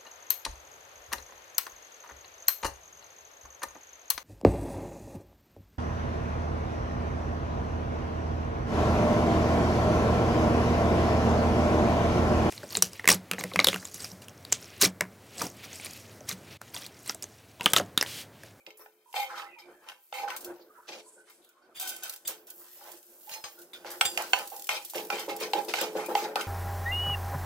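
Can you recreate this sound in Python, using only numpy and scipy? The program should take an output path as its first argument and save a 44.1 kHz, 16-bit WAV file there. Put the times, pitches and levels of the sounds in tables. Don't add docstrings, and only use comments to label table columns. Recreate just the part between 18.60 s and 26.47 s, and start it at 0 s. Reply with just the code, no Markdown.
import sys
import numpy as np
from scipy import signal
from scipy.fft import rfft, irfft
from scipy.io import wavfile
from scipy.ndimage import uniform_filter1d

SR = 44100
rng = np.random.default_rng(int(sys.argv[2]) if len(sys.argv) > 2 else 0)


def int16_out(signal):
    q = np.round(np.clip(np.atleast_2d(signal).T, -1, 1) * 32767)
    wavfile.write(sys.argv[1], SR, q.astype(np.int16))


def boost_factor(decibels):
    exponent = np.asarray(decibels, float) / 20
    return 10 ** exponent


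N = 347067

# (t/s, level/dB)
HUM_LEVEL = [(0, -67.5), (.3, -80), (.5, -76), (.9, -65.5), (1.1, -68), (1.5, -72.5), (1.77, -63.5),
             (2.2, -71.5), (2.6, -72), (3.09, -75), (3.3, -62.5), (3.62, -72), (3.75, -64), (4.38, -75.5),
             (4.5, -65), (5.2, -72.5), (5.6, -56), (6.3, -66)]
# (f/Hz, relative level/dB)
HUM_SPECTRUM = [(18, -72), (40, -21), (114, -33), (197, -14.5), (285, -14.5), (357, -15.5), (466, -4.5),
                (584, -4.5), (1270, -19), (1530, -11.5), (1760, -24), (4000, -43), (5200, -71),
                (8800, -120)]

# (t/s, fizz level/dB, finest spray level/dB)
FIZZ_LEVELS = [(0.0, -72.5, -72), (0.16, -89, -73), (0.2, -72, -61), (0.3, -81, -73), (0.45, -77.5, -75),
               (0.52, -65.5, -68), (0.68, -74, -69), (1.05, -78.5, -79), (1.55, -69.5, -61),
               (1.75, -85, -64), (1.87, -62, -67), (2.0, -81.5, -65), (2.07, -78, -67), (2.26, -70, -73),
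               (2.42, -67, -80), (2.5, -72, -82), (2.63, -82, -82), (2.75, -64.5, -83), (2.9, -80, -76),
               (2.94, -84, -84), (3.12, -80, -86), (3.35, -60.5, -83), (3.85, -78, -66),
               (4.0, -61.5, -52.5), (4.23, -60, -52), (4.37, -58.5, -59), (4.41, -65.5, -64),
               (4.66, -64.5, -56), (4.85, -64.5, -58), (5.13, -68.5, -68), (5.5, -53, -48),
               (5.94, -57.5, -53), (6.24, -58.5, -56), (6.4, -60, -54), (6.66, -62.5, -59),
               (6.9, -59.5, -59), (7.55, -58.5, -59), (7.87, -72, -64)]
# (f/Hz, relative level/dB)
FIZZ_SPECTRUM = [(1180, -13.5), (2000, -1), (2180, -18), (2610, -2), (3830, -2.5), (4240, -1), (4550, -1),
                 (7910, -2), (9320, -2.5), (11000, -3), (12500, 1), (15800, -0.5)]
# (t/s, level/dB, t60/s)
SEED_TICKS = [(1.764, -26, 0.077), (1.807, -35.5, 0.16), (1.8453, -27.5, 0.06), (2.615, -58, .02),
              (2.6974, -48, 0.2), (2.847, -47, 0.029), (2.89, -47.5, 0.037), (3.1974, -24.5, 0.096),
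              (3.211, -28, 0.1), (3.224, -35, 0.12), (3.251, -36, 0.16), (3.274, -26.5, 0.15),
              (3.291, -25, 0.075), (3.3294, -48, 0.036), (3.3632, -29.5, 0.04), (3.4333, -24.5, 0.082),
              (3.479, -33, 0.04), (3.495, -21.5, 0.033), (3.524, -36, 0.057), (3.537, -29.5, 0.028),
              (3.561, -32.5, 0.031), (3.673, -25.5, 0.05), (3.677, -24, 0.097), (3.869, -41.5, 0.17),
              (3.9017, -32.5, 0.05), (4.317, -32.5, 0.044), (4.428, -43, 0.032), (4.52, -48, 0.026),
              (4.61, -45, 0.02), (4.988, -41.5, 0.12), (5.016, -41, 0.11), (5.3146, -30, 0.078),
              (5.621, -22, 0.028), (5.7864, -27, 0.045), (5.874, -30, 0.04), (5.901, -30.5, 0.021),
              (5.963, -30, 0.045), (5.995, -30, 0.035), (6.0217, -29, 0.02), (6.042, -29.5, 0.039),
              (6.0698, -25.5, 0.028), (6.226, -34, 0.018), (6.248, -29, 0.092), (6.298, -29.5, 0.089),
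              (6.449, -34, 0.037), (6.469, -35, 0.018), (6.663, -36, 0.027), (6.764, -26, 0.041),
              (6.802, -29.5, 0.2), (6.912, -38, .02), (7.048, -31, 0.027), (7.213, -14.5, 0.013),
              (7.375, -37, .04), (7.461, -27.5, 0.038)]
# (f/Hz, relative level/dB)
TICK_SPECTRUM = [(1500, -26), (2800, -7.5), (4200, -4), (7000, -3), (10500, -3), (12500, 0.5), (15800, 0.5)]

# (t/s, level/dB, start f/Hz, end f/Hz, length/s)
COOKWARE_RINGS = [(0.0, -68.5, 2360, 2350, 0.049), (0.198, -67, 5500, 5500, 0.05),
                  (0.458, -60, 958, 947, 0.13), (0.863, -61, 2090, 1930, 0.12),
                  (0.873, -67, 2750, 2620, 0.09), (0.916, -61, 2540, 2400, 0.072),
                  (0.97, -58, 2410, 2250, 0.127), (0.962, -58, 900, 900, 0.047),
                  (1.12, -68, 1720, 1650, 0.22), (1.22, -64, 870, 883, 0.16),
                  (2.09, -69, 1204, 1200, 0.062), (2.177, -57, 980, 1000, 0.068),
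                  (2.445, -66.5, 990, 990, 0.12), (2.446, -67, 4460, 4550, 0.035),
                  (2.562, -66.5, 1500, 1500, 0.1), (2.861, -71, 1480, 1460, 0.066),
                  (2.929, -75, 1090, 1073, 0.19), (3.018, -68, 1500, 1500, 0.077),
                  (3.106, -73, 1250, 1250, .05), (4.669, -54, 865, 873, 0.052), (4.75, -53, 878, 840, 0.08),
                  (4.971, -60.5, 1420, 1460, 0.05), (5.135, -62, 1460, 1450, 0.06),
                  (6.514, -46.5, 2385, 2380, 0.086), (7.175, -42, 1540, 1562, 0.071),
                  (7.39, -49.5, 2130, 2140, 0.063), (7.429, -54, 2390, 2410, 0.062)]
# (t/s, level/dB, start f/Hz, end f/Hz, length/s)
HANDLING_RUSTLES = [(0.17, -64, 11000, 9200, 0.06), (2.0, -69, 4700, 4000, 0.068),
                    (2.43, -64, 8000, 8800, 0.29), (2.45, -69.5, 10000, 9300, 0.24),
                    (2.1, -66.5, 1400, 1300, 0.33), (2.66, -68.5, 8700, 8000, 0.12),
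                    (2.85, -75, 1300, 1300, 0.26), (2.815, -70.5, 3800, 3400, 0.12),
                    (2.82, -77, 12200, 11000, 0.12), (3.02, -77, 4700, 4700, 0.068)]

# (f/Hz, width/Hz, level/dB)
PAN_LOW_MODES = [(527.3, 9.8, -3.5), (751, 90, -8.5), (809.5, 21.2, 3.5), (868, 35, -6)]
PAN_MIDDLE_MODES = [(1004, 17, -1), (1293, 99, -5), (1534, 15, -2.5), (1817, 44, -11.5)]
PAN_HIGH_MODES = [(2137, 81, 0), (2398, 53, 2.5), (2632, 49, -1), (3130, 45, 2), (3630, 79, -5.5),
                  (3920, 24, -3), (4356, 74, -4.5), (5050, 106, -8.5), (6520, 45, -6.5), (8080, 57, -10.5),
                  (12300, 72, -7)]
# (lower f/Hz, upper f/Hz)
RASP_BANDS = [(480, 905), (950, 1916), (2000, 6070)]
PITCH_GLIDES = [.0001, .0007, .0007]
RESTING_LEVELS = [-92.5, -85.5, -80.5]

# (t/s, length/s, low modes level/dB, middle modes level/dB, high modes level/dB, ringing over rasp level/dB)
LANDING_STROKES = [(.066, 0.034, -87, -67, -63, 29), (.538, 0.094, -34, -46, -35.5, 17),
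                   (.984, 0.01, -60.5, -60.5, -57, 5), (1.526, 0.095, -38, -49, -39.5, 21),
                   (1.672, 0.068, -45.5, -43, -48.5, 3.5), (1.922, 0.099, -63, -68, -73.5, -20),
                   (3.195, 0.24, -62, -56, -51, 13), (3.43, 0.11, -54, -56, -55, -4.5),
                   (3.677, 0.034, -53, -51, -48.5, -6), (3.87, 0.026, -64, -70, -85, -6),
                   (4.84, 0.0099, -50, -48.5, -47.5, -6), (5.134, 0.035, -82, -67, -57, -10),
                   (5.247, 0.09, -47, -48, -50, -11.5), (5.413, 0.05, -38, -47.5, -55, 15),
                   (5.577, 0.045, -38.5, -41.5, -43.5, -4), (5.735, 0.074, -38.5, -42.5, -46, 2),
                   (5.915, 0.037, -43, -64, -62, 0.5), (6.093, 0.062, -35.5, -41.5, -37.5, 4),
                   (6.335, 0.066, -42, -48.5, -43.5, -5), (6.503, 0.11, -43.5, -43, -39.5, 1),
                   (6.684, 0.021, -41, -47.5, -41.5, 1), (6.936, 0.062, -36, -44, -45, 3),
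                   (7.08, 0.025, -64, -50, -41.5, -7), (7.14, 0.062, -37.5, -51, -36, 1),
                   (7.353, 0.079, -38.5, -43, -47.5, 0.5), (7.487, 0.033, -35.5, -44.5, -54.5, 0),
                   (7.555, 0.081, -39, -43, -39, 15), (7.758, 0.015, -42, -34, -49.5, 25)]
SWELLING_SWEEPS = [(.16, 0.059, -81, -61.5, -68, 2), (0.673, 0.064, -48, -40, -51, 3),
                   (0.735, 0.064, -47, -40, -44.5, 2), (0.809, 0.021, -48, -51, -76, 3.5),
                   (1.06, 0.063, -75, -64, -76, 12), (1.19, 0.14, -52.5, -53, -57, 3),
                   (1.62, 0.023, -42, -50, -82, 4), (2.64, 0.064, -72, -61.5, -66, 1),
                   (3.96, 0.13, -69, -58.5, -93, 4), (4.13, 0.21, -46, -51.5, -53.5, -5),
                   (4.65, 0.12, -50, -55, -46.5, -16), (7.169, 0.08, -41, -39, -41, -1),
                   (6.774, 0.065, -47, -42.5, -38, -2.5), (7.589, 0.092, -37, -44, -59, 0.5),
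                   (7.779, 0.034, -42, -55, -38.5, 4)]
CUT_OFF_RUB = [(2.264, 0.14, -52.5, -54, -48, -9)]

# (t/s, low band level/dB, middle, high and top bands over low, each level/dB)
PAN_KNOCKS = [(0.064, -59.5, 14, 23.5, -14), (0.104, -64, 2, 23.5, -20), (0.172, -67, -4, 0, 18),
              (0.191, -58, -4, -6, -5), (0.259, -45, 6.5, -7.5, -31), (0.527, -63, 2, 19, 22),
              (0.54, -26.5, -6, -9, -26), (0.5638, -24, -7.5, -17, -35), (1.286, -47, 8, 13, 4),
              (1.296, -49, 4, 13, -7), (1.317, -42.5, 2, 0, -17), (1.525, -29.5, -8, -5, -30),
              (1.677, -36, 9, -8, -32), (1.702, -41, 14, 10.5, 5), (1.763, -53.5, 2, 14, 18),
              (1.922, -47.5, 2, -23, -21), (3.676, -53.5, 10, 13.5, 32), (4.693, -46.5, 6, 8, 12),
              (4.737, -48.5, -8, 16.5, 16), (4.839, -43, 9.5, 12, 4), (5.245, -36.5, 1, -9, -13),
              (5.304, -52, -7, 9, 18.5), (5.41, -17, 4, 8, -4), (5.574, -21, -3, 3, -5),
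              (5.732, -12.5, 4, 1.5, -19.5), (5.917, -32, -32.5, -29, -17), (6.09, -26.5, 8, 10.5, 1),
              (6.334, -34.5, -7, -14, -3), (6.356, -36.5, -5, -1, 9), (6.501, -23, 2.5, 0.5, -10),
              (6.595, -40.5, -1, -5, 11.5), (6.933, -14, -7, -3, -23), (7.137, -17, -1.5, -1.5, -13.5),
              (7.212, -34.5, -2, 11.5, 6.5), (7.551, -14, -8, -5, -17), (7.756, -14.5, -28, -6.5, -15),
              (7.81, -33, -10, 7, 2.5)]
# (f/Hz, width/Hz, level/dB)
CLACK_BANDS = [(796, 130, 36.5), (1500, 98, 28), (2770, 530, 26.5), (6440, 6500, 12.5)]
# (f/Hz, relative level/dB)
CRUNCH_SPECTRUM = [(2500, -89), (4500, -5), (6000, -2.5), (8000, -2), (11000, 0), (14000, 1.5), (16000, -9)]

# (t/s, level/dB, t60/s)
THUD_BLOWS = [(0.072, -48, 0.18), (0.193, -55, 0.46), (1.085, -54.5, 0.21), (1.925, -54, 0.24),
              (1.995, -50.5, 0.35), (2.185, -59, 0.12), (2.295, -51, 0.15), (2.345, -51, 0.19),
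              (2.565, -56, 0.4), (3.69, -47, 0.36), (5.252, -41.5, 0.22), (6.353, -32, 0.65),
              (6.526, -33, 0.6), (6.679, -31.5, 0.75), (6.811, -34, 0.56), (6.948, -32, 0.66),
              (7.079, -36, 0.62), (7.214, -30.5, 0.66), (7.351, -28, 0.4), (7.484, -29.5, 0.46),
              (7.622, -32, 0.82), (7.755, -35.5, 0.6)]
# (f/Hz, width/Hz, level/dB)
BOOM_MODES = [(189, 46, -12), (343.6, 32, 1.5), (445, 162, -5), (540, 35, 2.5), (634, 22, -6.5),
              (800, 180, -7.5), (990, 20, -23)]
# (f/Hz, width/Hz, level/dB)
STRUCK_WORKTOP_MODES = [(346.4, 11.3, 48.5), (529, 17, 53), (609.5, 15, 45.5), (190, 21, 19.5),
                        (443, 8, 32), (814, 13, 35.5), (410, 9.6, 42.5), (730, 16, 25), (934, 17, 41.5)]

# (t/s, level/dB, t60/s)
LOW_LUMPS = [(1.699, -73, .1), (3.17, -68, 0.79), (3.43, -70, 0.33), (3.66, -64, 0.21), (4.7, -79, 0.18),
             (5.41, -51, 0.084), (5.455, -49, 0.12), (5.735, -65, .15), (6.1, -72, .4), (6.4, -73, .6),
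             (6.8, -70, .6), (7.2, -70, .6), (7.55, -68, .6)]

# (t/s, level/dB, brightness/dB per octave, chatter t60/s, rise/s)
SPOON_TOUCHES = [(3.142, -23, -1, 0.18, 0.026), (3.648, -27, 8, 0.053, 0.0051),
                 (5.133, -32, -14, 0.061, 0.0004), (5.452, -13.5, 10.5, 0.072, 0.000069)]
DISH_TOUCHES = [(4.7123, -33, -0.41, 0.13, 0.00011), (4.7381, -40, -0.15, 0.035, .0001),
                (4.8409, -32, -0.11, 0.0098, 0.000092)]
# (f/Hz, level/dB, t60/s)
SPOON_MODES = [(3420, -7, .16), (3500, -11, .08), (3580, -2, .09), (3660, -8, .07), (3962, -18, .12),
               (4830, -10, .32), (4900, -16, .12), (7430, -20, .09), (7510, -16, .14), (7590, -12, .08),
               (8942, -22, .12), (11000, -27, .07)]
DISH_MODES = [(1157, -10, 0.17), (1895, -6, 0.04), (2729, -17, 0.2), (3220, -12, 0.08), (4188, -5, 0.28),
              (1809, -16, .2), (6024, -14, .15), (7400, -14, .1), (4963, -4, 0.12), (5206, -8, .42),
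              (6519, -4, 0.13), (8317, -12, 0.12)]
# (t/s, length/s, level/dB)
BOWL_POURS = [(3.181, 0.16, -17), (3.42, 0.035, -21.5), (3.52, 0.039, -37.5), (3.66, 0.044, -36),
              (3.88, 0.016, -39)]
# (f/Hz, width/Hz, level/dB)
BOWL_MODES = [(767, 85, -9), (1497, 20, 3.5), (1542, 39, -4.5), (2580, 110, -13.5), (3120, 22, -2.5),
              (3660, 150, -11), (4950, 150, -15), (5870, 66, -12), (6430, 60, -10), (7960, 190, -13),
              (9680, 140, -14), (12500, 60, -16), (14900, 90, -18)]

# (f/Hz, relative level/dB)
SIDE_SPECTRUM = [(60, 3), (110, -7), (200, -13.5), (380, -16.5), (700, -8.5), (1290, -5), (2380, 1),
                 (4400, -0.5), (8120, 0.5), (15000, 1.5)]
# (t/s, left over right level/dB)
BALANCE = [(0.0, -2), (0.04, 0), (1.22, 0), (1.29, 2.5), (1.38, 0.5), (3.72, -1), (7.87, -0.5)]

LANDING_RISE = 0.17
FADE_DB_PER_S = 267


def rms_one(x):
    return x / np.sqrt(np.mean(x ** 2) + 1e-20)


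def in_time(rows):
    s, *columns = np.transpose(np.vstack(rows))
    return [np.interp(np.arange(N) / SR, s, c) for c in columns]


def wander(per_s):
    knots = rng.standard_normal(round(per_s * N / SR) + 2)
    return np.interp(np.arange(N) * per_s / SR, np.arange(len(knots)), knots)


def colour(x, points):
    hz, db = np.transpose(points)
    grid = np.maximum(np.fft.rfftfreq(4096, 1 / SR), 1)
    log_spectrum = np.log(boost_factor(np.interp(np.log(grid), np.log(hz), db)))
    cepstrum = irfft(log_spectrum)
    cepstrum[1:2048] *= 2
    cepstrum[2049:] = 0
    pulse = irfft(np.exp(rfft(cepstrum)))
    return signal.oaconvolve(x, pulse / np.linalg.norm(pulse))[:N]


def resonate(x, peaks):
    out = 0
    for k, (hz, width_hz, db) in enumerate(peaks):
        r = np.exp(-np.pi * width_hz / SR)
        b = [(1 - r * r) / 2, 0, (r * r - 1) / 2]
        a = [1, -2 * r * np.cos(2 * np.pi * hz / SR), r * r]
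        out = out + (-1) ** k * boost_factor(db) * signal.lfilter(b, a, x + 1e-18)
    return out


def grains(per_s, spread_db):
    sizes = boost_factor(spread_db * np.minimum(rng.exponential(1, N), 4)) * rng.standard_normal(N)
    return rms_one(sizes * (rng.random(N) < per_s / SR))


def bursts(times, levels_db, t60s, rise_s):
    out = np.zeros(N)
    for s, db, t60, rise in zip(times, levels_db, t60s, np.broadcast_to(rise_s, len(times))):
        at = round(s * SR)
        decay_s = max(t60, .002)
        t = np.arange(min(N - at, round(decay_s * SR))) / SR
        onset = 1 - np.exp(-(t / max(rise, 1e-5)) ** 2)
        out[at:at + len(t)] += boost_factor(db - 60 * t / decay_s) * onset
    return out


def swells(starts, lengths, levels_db, rise_share, fade_db_per_s):
    sag_db_per_s = 64
    levels_db = np.atleast_2d(levels_db)
    out = np.zeros((len(levels_db), N))
    for s, length_s, db in zip(starts, lengths, levels_db.T):
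        at = round(s * SR)
        t = np.arange(min(N - at, SR // 2)) / SR
        loss_db = sag_db_per_s * t + fade_db_per_s * np.maximum(t - length_s, 0)
        rise = np.minimum(t / (rise_share * length_s), 1) ** 2
        out[:, at:at + len(t)] += boost_factor(db)[:, None] * boost_factor(-loss_db) * rise
    return out


def stroke_forces():
    kinds = (
        (LANDING_STROKES, LANDING_RISE, FADE_DB_PER_S),
        (SWELLING_SWEEPS, 0.66, FADE_DB_PER_S),
        (CUT_OFF_RUB, 0.18, 1495),
    )
    out = []
    for rows, rise_share, fade_db_per_s in kinds:
        s, length_s, *groups_db, _ = np.transpose(rows)
        out.append(swells(s, length_s, groups_db, rise_share, fade_db_per_s))
    return sum(out), out[2][0]


def hum(stirred):
    tone_hz, tone_width_hz, tone_over_air_db = 351.6, 12.8, 1
    waver_db, low_noise_over_stroke_db = 6.5, -25.5
    air = colour(rng.standard_normal(N), HUM_SPECTRUM)
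    tone = rms_one(resonate(rng.standard_normal(N), [(tone_hz, tone_width_hz, 0)]))
    level = boost_factor(in_time(HUM_LEVEL)[0] + waver_db * wander(per_s=11))
    murmur = level * (air + boost_factor(tone_over_air_db) * tone)
    return murmur + boost_factor(low_noise_over_stroke_db) * stirred * air


def fizz(stirred):
    spray_hz, split_hz = 11900, 6300
    stirred_fizz_db, stirred_spray_db = -15.5, -14
    thinning, full_body_db = 0.78, -53.5
    fizz_db, spray_db = in_time(FIZZ_LEVELS)
    fizz_level = boost_factor(fizz_db) + boost_factor(stirred_fizz_db) * stirred
    spray_level = boost_factor(spray_db) + boost_factor(stirred_spray_db) * stirred

    hiss = colour(grains(12000, spread_db=2.5), FIZZ_SPECTRUM)
    spray = signal.sosfiltfilt(signal.butter(5, spray_hz, "high", fs=SR, output="sos"), hiss)
    dull = signal.sosfiltfilt(signal.butter(2, split_hz, fs=SR, output="sos"), hiss)
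    body = boost_factor(thinning * np.minimum(20 * np.log10(fizz_level) - full_body_db, 0))
    bands = (body * dull, hiss - spray - dull)
    patchy = sum(band * boost_factor(2.5 * wander(per_s=12)) for band in bands)
    patchy_spray = rms_one(spray * boost_factor(3.7 * wander(per_s=14)))

    s, db, t60 = np.transpose(SEED_TICKS)
    snaps = bursts(s, db - 8.5, np.full(len(s), .008), rise_s=0.000074)
    tails = bursts(s, db - 8.5, t60, rise_s=0.00096)
    ticks = colour((snaps + tails) * rng.standard_normal(N), TICK_SPECTRUM)
    return fizz_level * rms_one(patchy) + spray_level * patchy_spray + ticks


def rings(rows, width_share):
    out = np.zeros(N)
    for s, db, start_hz, end_hz, length_s in rows:
        at, size = round(s * SR), round(length_s * SR)
        r = np.exp(-np.pi * width_share * start_hz / SR)
        flutter = signal.lfilter([1], [1, -2 * r, r * r], rng.standard_normal((2, SR // 2)))
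        flutter = flutter[:, 2000:2000 + size]
        phase = 2 * np.pi * np.cumsum(np.linspace(start_hz, end_hz, size)) / SR
        tone = rms_one(flutter[0] * np.cos(phase) + flutter[1] * np.sin(phase))
        strands = boost_factor(db + 3.8 * wander(per_s=45)[at:at + size])
        swell = np.sin(np.pi * np.linspace(0, 1, size) ** 0.45)
        out[at:at + size] += strands * tone * swell
    return out


def pan_body(forces, ring_db, shifting_db):
    out = 0
    click = np.eye(1, 8192)[0]
    ringing = boost_factor(ring_db)
    mode_groups = (PAN_LOW_MODES, PAN_MIDDLE_MODES, PAN_HIGH_MODES)
    for force, modes, band_hz, glide_s in zip(forces, mode_groups, RASP_BANDS, PITCH_GLIDES):
        force = force / np.sqrt(1 + ringing ** 2)
        band = signal.butter(3, band_hz, "band", fs=SR, output="sos")
        out = out + signal.sosfilt(band, force) / np.linalg.norm(signal.sosfilt(band, click))
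        force = force * ringing / np.linalg.norm(resonate(click, modes))
        rung = 0
        for k, mode in enumerate(modes):
            favoured = force * boost_factor(shifting_db * wander(per_s=14))
            rung = rung + (-1) ** k * resonate(favoured, [mode])
        shift = glide_s * SR * uniform_filter1d(wander(per_s=16), size=1500)
        out = out + np.interp(np.arange(N) + shift, np.arange(N), rung)
    return out


def drag(rubbing):
    s, *_, ring_db = np.transpose(sorted(LANDING_STROKES + SWELLING_SWEEPS + CUT_OFF_RUB))
    current = np.maximum(np.searchsorted(s, np.arange(N) / SR) - 1, 0)
    resting = boost_factor(np.array(RESTING_LEVELS)[:, None] + 0.87 * wander(per_s=11.0))
    stutter = [grains(3500, spread_db=2.6) * boost_factor(2.0 * wander(per_s=60)) for group in rubbing]
    return pan_body((rubbing + resting) * stutter, ring_db[current], shifting_db=3.2)


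def echoes(x, t60, gap_s, count):
    t, out = np.arange(round(t60 * SR)) / SR, 0
    turn = np.repeat(rng.integers(0, count, N // 2048 + 1), 2048)[:N]
    for k in range(count):
        cloud = rng.standard_normal(len(t)) * boost_factor(-60 * t / t60) * (t >= gap_s)
        share = np.sqrt(np.abs(uniform_filter1d((turn == k) * 1., size=1024)))
        out = out + signal.oaconvolve(x * share, cloud / np.linalg.norm(cloud))[:N]
    return out


def knocks():
    contact_s, patter_t60_s = 0.001524, 0.17
    s, db, middle_db, high_db, top_db = np.transpose(PAN_KNOCKS)
    forces, clack = [], 0
    for over_db, (hz, width_hz, level_db) in zip((0, middle_db, high_db, top_db), CLACK_BANDS):
        crunch = bursts(s, db + over_db - 2.5, np.full(len(s), .014), rise_s=0.00077)
        forces.append(crunch * rng.standard_normal(N))
        blows = np.zeros(N)
        blows[np.round((s + contact_s) * SR).astype(int)] = boost_factor(db + over_db)
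        struck = resonate(blows, [(hz, width_hz, level_db)])
        clack = clack + resonate(struck, [(hz, width_hz * 2, 0)])
    patter = bursts(s, db + top_db - 15.5, np.full(len(s), patter_t60_s), rise_s=0.0013)
    treble = colour(forces[3] + patter * rng.standard_normal(N), CRUNCH_SPECTRUM)
    return clack + pan_body(forces[:3], ring_db=-2.5, shifting_db=5.0) + treble


def thuds(broad_rub):
    note_hz, note_db, note_t60_s = 433, -9.5, .9
    rub_boom_db = 23.5
    s, db, t60 = np.transpose(THUD_BLOWS)
    force = bursts(s, db + 13.5, t60, rise_s=0.00085) + boost_factor(rub_boom_db) * broad_rub
    boom = resonate(force * rng.standard_normal(N), BOOM_MODES)
    blows = np.zeros(N)
    blows[np.round(s * SR).astype(int)] = boost_factor(db)
    struck = resonate(blows, STRUCK_WORKTOP_MODES)
    ringing = bursts(s, db + note_db, np.full(len(s), note_t60_s), rise_s=0.0089)
    note = ringing * np.sin(2 * np.pi * note_hz * np.arange(N) / SR)
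    low_cut = signal.butter(3, 165, "high", fs=SR, output="sos")
    return signal.sosfilt(low_cut, boom + struck + note)


def low_lumps():
    low_pass = signal.butter(2, 110, fs=SR, output="sos")
    low_noise = signal.sosfilt(low_pass, rng.standard_normal((2, N)))
    return bursts(*np.transpose(LOW_LUMPS), rise_s=0.0042) * rms_one(low_noise)


def clinks(touches, modes):
    s, db, tilt_db, chatter_s, rise_s = np.transpose(touches)
    at = np.round(s * SR).astype(int)
    out, noise = np.zeros(N), rng.standard_normal(N)
    for hz, level_db, t60 in modes:
        strength_db = db + level_db + tilt_db * np.log2(hz / 4000) - 10 * np.log10(chatter_s * SR) + 3.0
        force = bursts(s, strength_db, chatter_s, rise_s) * noise
        force[at] += boost_factor(strength_db + 12.5) * np.exp(-rise_s / 0.0014)
        r, w = boost_factor(-60 / (t60 * SR)), 2 * np.pi * hz / SR
        out += signal.lfilter([0, np.sin(w)], [1, -2 * r * np.cos(w), r * r], force + 1e-18)
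    chatter = bursts(s, db - 12, chatter_s, rise_s + 0.00054) * noise
    return out + signal.sosfilt(signal.butter(1, 1500, "high", fs=SR, output="sos"), chatter)


def pour():
    flow = swells(*np.transpose(BOWL_POURS), LANDING_RISE, FADE_DB_PER_S)[0]
    return resonate(flow * grains(2500, spread_db=3.0), BOWL_MODES)


def rattle(stirred):
    seeds_in_s, over_stroke_db, clicks_per_s = 5.6, -10.5, 390
    clicks = grains(clicks_per_s, spread_db=2.5)
    dealt = rng.integers(0, 12, N)
    out = 0
    for k, hz in enumerate(np.geomspace(1800, 7500, 12)):
        out = out + resonate(clicks * (dealt == k), [(hz, hz * 0.072, 0)])
    return boost_factor(over_stroke_db) * rms_one(out) * stirred * (np.arange(N) > seeds_in_s * SR)


def scene():
    rubbing, broad_rub = stroke_forces()
    cookware = rings(COOKWARE_RINGS, width_share=0.07) + rings(HANDLING_RUSTLES, width_share=0.3)
    steel = clinks(SPOON_TOUCHES, SPOON_MODES) + clinks(DISH_TOUCHES, DISH_MODES) + pour()
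    pan = drag(rubbing) + knocks()
    near = fizz(rubbing[2]) + cookware + pan + thuds(broad_rub) + steel + rattle(rubbing[2])
    kitchen = boost_factor(-9.5) * echoes(near, t60=0.22, gap_s=.006, count=3)
    mid = near + kitchen + hum(rubbing[1])
    side = boost_factor(0.5) * colour(echoes(mid, t60=0.029, gap_s=0, count=6), SIDE_SPECTRUM)
    left_db = in_time(BALANCE)[0]
    left = (mid + side) * boost_factor(left_db / 2)
    right = (mid - side) * boost_factor(-left_db / 2)
    return np.array([left, right]) + low_lumps()


def band_limit(x):
    return signal.sosfilt(signal.butter(12, 16970, fs=SR, output="sos"), x)


def record(dry):
    low_cut = signal.butter(2, 30, "high", fs=SR, output="sos")
    top_cut = signal.cheby2(10, 30, 16150, fs=SR, output="sos")
    mix = signal.sosfilt(top_cut, signal.sosfilt(low_cut, dry))
    return band_limit(mix)


dry = scene()
out = record(dry)
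int16_out(out)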